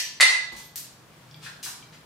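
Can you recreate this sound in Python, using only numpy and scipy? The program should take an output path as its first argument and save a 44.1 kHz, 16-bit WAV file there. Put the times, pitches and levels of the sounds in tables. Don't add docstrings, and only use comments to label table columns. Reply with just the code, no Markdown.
import sys
import numpy as np
from scipy import signal
from scipy.io import wavfile
from scipy.ndimage import uniform_filter1d

SR = 44100
rng = np.random.default_rng(int(sys.argv[2]) if len(sys.argv) > 2 else 0)


def ratio_of_db(decibels):
    return 10 ** (np.asarray(decibels, float) / 20)


def digitize_waveform(pressure):
    field = np.atleast_2d(pressure).T
    bounded = np.clip(field, -1, 1)
    quanta = np.round(bounded * 32767).astype(np.int16)
    wavfile.write(sys.argv[1], SR, quanta)


N = 90404
LEAD_S = 0.1
M = N + round(LEAD_S * SR)


def evened(x):
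    return x / np.sqrt(np.mean(x ** 2) + 1e-20)


def read(points, hz):
    f, value = np.transpose(points)
    return np.interp(np.log(hz + 1), np.log(f + 1), value)


def add(mix, start_s, sound):
    part = mix[round((start_s + LEAD_S) * SR):][:len(sound)]
    part += sound[:len(part)]


def high_pass(x, hz):
    return signal.sosfilt(signal.butter(N=4, Wn=hz, btype="high", fs=SR, output="sos"), x)


def click(tone, tilt_db=0):
    hz = abs(np.fft.fftfreq(2048, 1 / SR))
    gain_db = read(tone, hz) + tilt_db * np.log2((hz + 200) / 4000)
    log_gain = np.log(ratio_of_db(np.maximum(gain_db, -80)))
    pulse = np.fft.ifft(np.exp(np.conj(signal.hilbert(log_gain)))).real[:1024]
    return pulse / np.linalg.norm(pulse)


def ring(modes, spread_db=4.5):
    flutter_db, flutter_s = 3.0, 0.015
    t = np.arange(SR) / SR
    knots_s = np.arange(0, 1 + flutter_s, flutter_s)
    out = np.zeros(SR)
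    for hz, db, t60_s in modes:
        luck_db = spread_db * rng.standard_normal()
        waver_db = flutter_db * np.interp(t, knots_s, rng.standard_normal(len(knots_s)))
        out += ratio_of_db(db + luck_db + waver_db - 60 * t / t60_s) * np.sin(2 * np.pi * hz * t)
    return out


def room(x, tail_db, echo=1):
    # freq_hz, t60_s
    decay = [(200, 0.16), (800, 0.72), (2000, 0.46), (4000, 0.58), (8000, 0.41), (15000, 0.26)]
    # freq_hz, share common to both ears
    tail_shared = [(150, 1), (500, 0.87), (1500, 0), (8000, 0.46)]
    # delay_s, left_gain, right_gain
    echoes = [(.0016, .4, .3), (.0053, .6, .4), (.008, .2, .3), (.0118, .4, .3), (.0147, .3, .35),
              (.0205, .7, .4)]
    hold_s, rise_s, direct_pan_db = 0.028, 0.003, 2

    hz, t, z = signal.stft(rng.standard_normal((3, SR)), SR, nperseg=256)
    shared = np.clip(read(tail_shared, hz), 0, 1)[:, None]
    z = shared * z[2] + np.sqrt(1 - shared ** 2) * z[:2]
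    z = z * ratio_of_db(-60 * np.maximum(t - hold_s, 0) / read(decay, hz)[:, None])
    tail = signal.istft(z, SR, nperseg=256)[1][:, :SR]
    tail = tail * (1 - np.exp(-np.arange(SR) / SR / rise_s))
    tail = ratio_of_db(tail_db) * tail / np.linalg.norm(tail[0])

    tail[:, 0] += ratio_of_db(np.array([direct_pan_db, -direct_pan_db]) / 2)
    for delay_s, left, right in echoes:
        at = round(delay_s * SR) + rng.integers(0, 6, 2)
        tail[[0, 1], at] += echo * left, echo * right
    return signal.fftconvolve(x[None], tail, axes=1)[:, M - N:M]


def blows(rows, tone, modes, crack_s, tail_db, ring_tail_db):
    steel_low_hz = 475
    cracks, rings, t = np.zeros(M), np.zeros(M), np.arange(1500) / SR
    for start_s, blow_db, ring_db in rows:
        crack = rng.standard_normal(1500) * np.exp(-t / crack_s)
        crack[0] += 2.5
        crack = crack / np.linalg.norm(crack)
        add(cracks, start_s, ratio_of_db(blow_db) * np.convolve(crack, click(tone)))
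        add(rings, start_s, ratio_of_db(ring_db - 12) * ring(modes))
    return high_pass(room(cracks, tail_db) + room(rings, ring_tail_db), steel_low_hz)


def hiss():
    # freq_hz, level_db
    hiss_tone = [(25, -11), (60, -14), (154, -5.5), (400, -12), (1220, -13.5), (3000, -21), (15600, -31.5),
                 (16100, -75)]
    # freq_hz, correlation of the two ears
    likeness = [(60, 0.94), (200, 0.82), (550, 0.68), (1650, 0.23), (5000, 0.01)]
    level_db = -54.5

    frames, hz = N // 256 + 5, np.fft.rfftfreq(1024, 1 / SR)
    a, b, c, d = rng.standard_normal((frames, 513, 4)).T
    same = np.clip(read(likeness, hz), -1, 1)[:, None]
    left = a + 1j * b
    right = same * left + np.sqrt(1 - same ** 2) * (c + 1j * d)
    z = np.array([left, right]) * ratio_of_db(read(hiss_tone, hz))[:, None]
    out = signal.istft(z, nperseg=1024, noverlap=768)[1][:, :N]
    return ratio_of_db(level_db + 1) * evened(out)


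def hum():
    # freq_hz, width_hz, level_db
    lines = [(153.3, 3, -62), (126.7, 7.1, -62), (201, 9.2, -71.5), (60.4, 13, -87)]
    swell_s, swell_width_s, swell_peak_db = 1.44, 0.22, 5

    t, out = np.arange(N) / SR, np.zeros(N)
    swell_db = swell_peak_db * np.exp(-((t - swell_s) / swell_width_s) ** 2)
    for hz, width_hz, db in lines:
        r = np.exp(-np.pi * width_hz / SR)
        noise = rng.standard_normal(N) + 1j * rng.standard_normal(N)
        slow = signal.lfilter([1], [1, -r], noise)
        out += ratio_of_db(db + swell_db) * evened((slow * np.exp(2j * np.pi * hz * t)).real)
    return out


def room_floor():
    return (hiss() + hum()) * ratio_of_db(np.array([[0.4], [-0.4]]))


def scuffs():
    # start_s, rise_s, hold_s, level_db, tilt_db_per_octave
    strokes = [
        (0.518, 0.0029, 0.016, -50.5, 1.5),
        (0.56, 0.0033, 0.033, -46.5, 2.5),
        (1.40, 0.032, 0.035, -47.5, -1.5),
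        (1.46, 0.033, 0.036, -78, -3),
        (1.626, 0.0031, 0.021, -37, 4.5),
        (1.918, 0.007, 0.015, -56, -3),
        (1, 0.11, 0.4, -69, -4),
    ]
    # freq_hz, level_db
    scuff_tone = [(300, -47), (800, -15.5), (1500, -8.5), (3240, -4), (6000, -6), (9490, -13), (15400, -22),
                  (16300, -38)]
    grains_per_s, grain_spread_db, release_s = 9000, 3.0, 0.012

    out, t = np.zeros(M), np.arange(SR // 2) / SR
    for start_s, rise_s, hold_s, db, tilt_db in strokes:
        release = np.exp(-np.maximum(t - rise_s - hold_s, 0) / release_s)
        stroke = np.minimum(t / rise_s, 1) ** 2 * release
        size = ratio_of_db(grain_spread_db * np.minimum(rng.exponential(1, len(t)), 3))
        size = size * rng.choice([-1., 1.], len(t))
        grains = evened(size * (rng.random(len(t)) < grains_per_s / SR))
        add(out, start_s, ratio_of_db(db) * np.convolve(grains * stroke, click(scuff_tone, tilt_db)))
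    return room(out, tail_db=5.5)


def knocks():
    # start_s, level_db, freq_hz, width_hz
    hits = [
        (0.5243, -49, 68.5, 40.3),
        (0.5218, -41.5, 213, 150),
        (.523, -37, 705, 800),
        (1.461, -35, 1710, 506),
        (1.662, -31, 1404, 830),
    ]
    out, t = np.zeros(M), np.arange(1600) / SR
    for start_s, db, hz, width_hz in hits:
        body = t * np.exp(-2 * np.pi * width_hz * t) * np.sin(2 * np.pi * hz * t)
        puff = np.convolve(rng.standard_normal(1600) * np.exp(-t / 0.0047), body)
        add(out, start_s, ratio_of_db(db) * puff / abs(puff).max())
    return room(out, tail_db=6)


def tinks():
    # start_s, level_db, freq_hz, t60_s
    touches = [(0.2088, -17, 7600, 0.035), (0.2113, -10.5, 9570, .04), (0.526, -48.5, 11760, 0.039),
               (.632, -53, 13050, .1), (.645, -48.5, 13050, .15), (1.312, -45, 3400, 0.024),
               (1.3119, -43.5, 4820, 0.017), (1.3133, -49.5, 5550, 0.037), (1.344, -42.5, 3390, 0.017),
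               (1.3441, -41.5, 4770, 0.021), (1.346, -49.5, 2330, 0.063), (1.361, -58.5, 13070, 0.043),
               (1.826, -50, 2340, 0.095), (1.8258, -45.5, 3150, 0.03)]
    out = np.zeros(M)
    for start_s, db, hz, t60_s in touches:
        add(out, start_s, ring([(hz, db, t60_s)], spread_db=0))
    return room(out, tail_db=-2, echo=0.35)


def link_snaps():
    # start_s, blow_db, ring_db
    snaps = [
        (.5645, -26, -80),
        (.7583, -11, -36),
        (1.5, -43, -80),
        (1.6792, -20.5, -81),
    ]
    # freq_hz, level_db
    snap_tone = [(800, -15), (2000, 0.5), (3300, 1), (4400, 6), (8000, 7.5), (12000, 2.5), (15600, -6.5),
                 (16800, -20)]
    # freq_hz, level_db, t60_s
    snap_modes = [(12970, -5.5, 0.091), (13010, 2, 0.37), (13000, 20.5, 0.033)]
    return blows(snaps, snap_tone, snap_modes, crack_s=0.00005, tail_db=11, ring_tail_db=1)


def earlier_rattle():
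    # start_s, blow_db, ring_db
    rattle = [
        (-.035, -2, -22),
        (-.02, -9, -22.5),
        (-.006, -13, -20.5),
    ]
    # freq_hz, level_db
    rattle_tone = [(120, -50), (200, -26), (1020, -24), (1350, -25), (1980, -8), (5940, -9), (11900, -21.5),
                   (13300, -31), (16000, -113.5)]
    # freq_hz, level_db, t60_s
    link_modes = [(1760, -18, 0.54), (2024, -4, 0.041), (2844, 0.5, 0.045), (4460, -2, 0.21),
                  (5260, 4.5, 0.044), (5920, 6, 0.11), (6500, -27.5, 0.15), (7940, -11.5, 0.038),
                  (12950, -8, 0.17)]
    return blows(rattle, rattle_tone, link_modes, crack_s=0.013, tail_db=9, ring_tail_db=-5.5)


def jaw_clanks():
    # start_s, blow_db, ring_db
    clanks = [
        (.2005, -14, -13),
        (.2072, 13.5, -5.5),
        (.2130, 15, -19),
        (.226, -2.5, -11.5),
        (.2545, -4.5, -22),
        (.306, -1.5, -20.5),
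        (.325, -12.5, -32.5),
    ]
    # freq_hz, level_db
    clank_tone = [(250, -39), (600, -26.5), (1300, -11.5), (2300, -3.5), (3000, -7.5), (4200, -8.5),
                  (9500, -14.5), (16000, -44.5)]
    jaw_hz = [1680, 1931, 2000, 2022, 2045, 2486, 3655, 3900, 4055, 4093, 4455, 5070, 5805, 12970]
    # level_db, t60_s
    jaw_levels = [(-17, 0.63), (-8.5, 0.24), (-3, .5), (-5.5, 0.38), (5.5, 0.29), (-3, 0.081), (-14, .4),
                  (-5.5, 0.15), (-12, 0.17), (-7.5, 0.25), (-8.5, 0.24), (-24, 0.27), (-13, 0.18),
                  (-30, .2)]
    modes = [(hz, db, t60_s) for hz, (db, t60_s) in zip(jaw_hz, jaw_levels)]
    return blows(clanks, clank_tone, modes, crack_s=0.0064, tail_db=3, ring_tail_db=3)


def scene():
    mic_low_hz = 42
    steel = earlier_rattle() + link_snaps() + jaw_clanks()
    return high_pass(room_floor() + scuffs() + knocks() + tinks() + steel, mic_low_hz)


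def low_pass(x):
    return signal.sosfilt(signal.butter(12, 16830, fs=SR, output="sos"), x)


def record(dry):
    duck_from_db, duck_share, recover_db_per_s = -40, 0.15, 45
    power_db = 10 * np.log10(abs(uniform_filter1d((dry ** 2).mean(0), 400)) + 1e-12)
    fall_db = np.arange(N) * recover_db_per_s / SR
    held_db = np.maximum.accumulate(power_db + fall_db) - fall_db
    over_db = np.maximum(held_db - duck_from_db, 0)
    duck_db = duck_share * uniform_filter1d(over_db, 200)
    mix = np.tanh(dry / ratio_of_db(duck_db))
    return low_pass(mix)


dry = scene()
out = record(dry)
digitize_waveform(out)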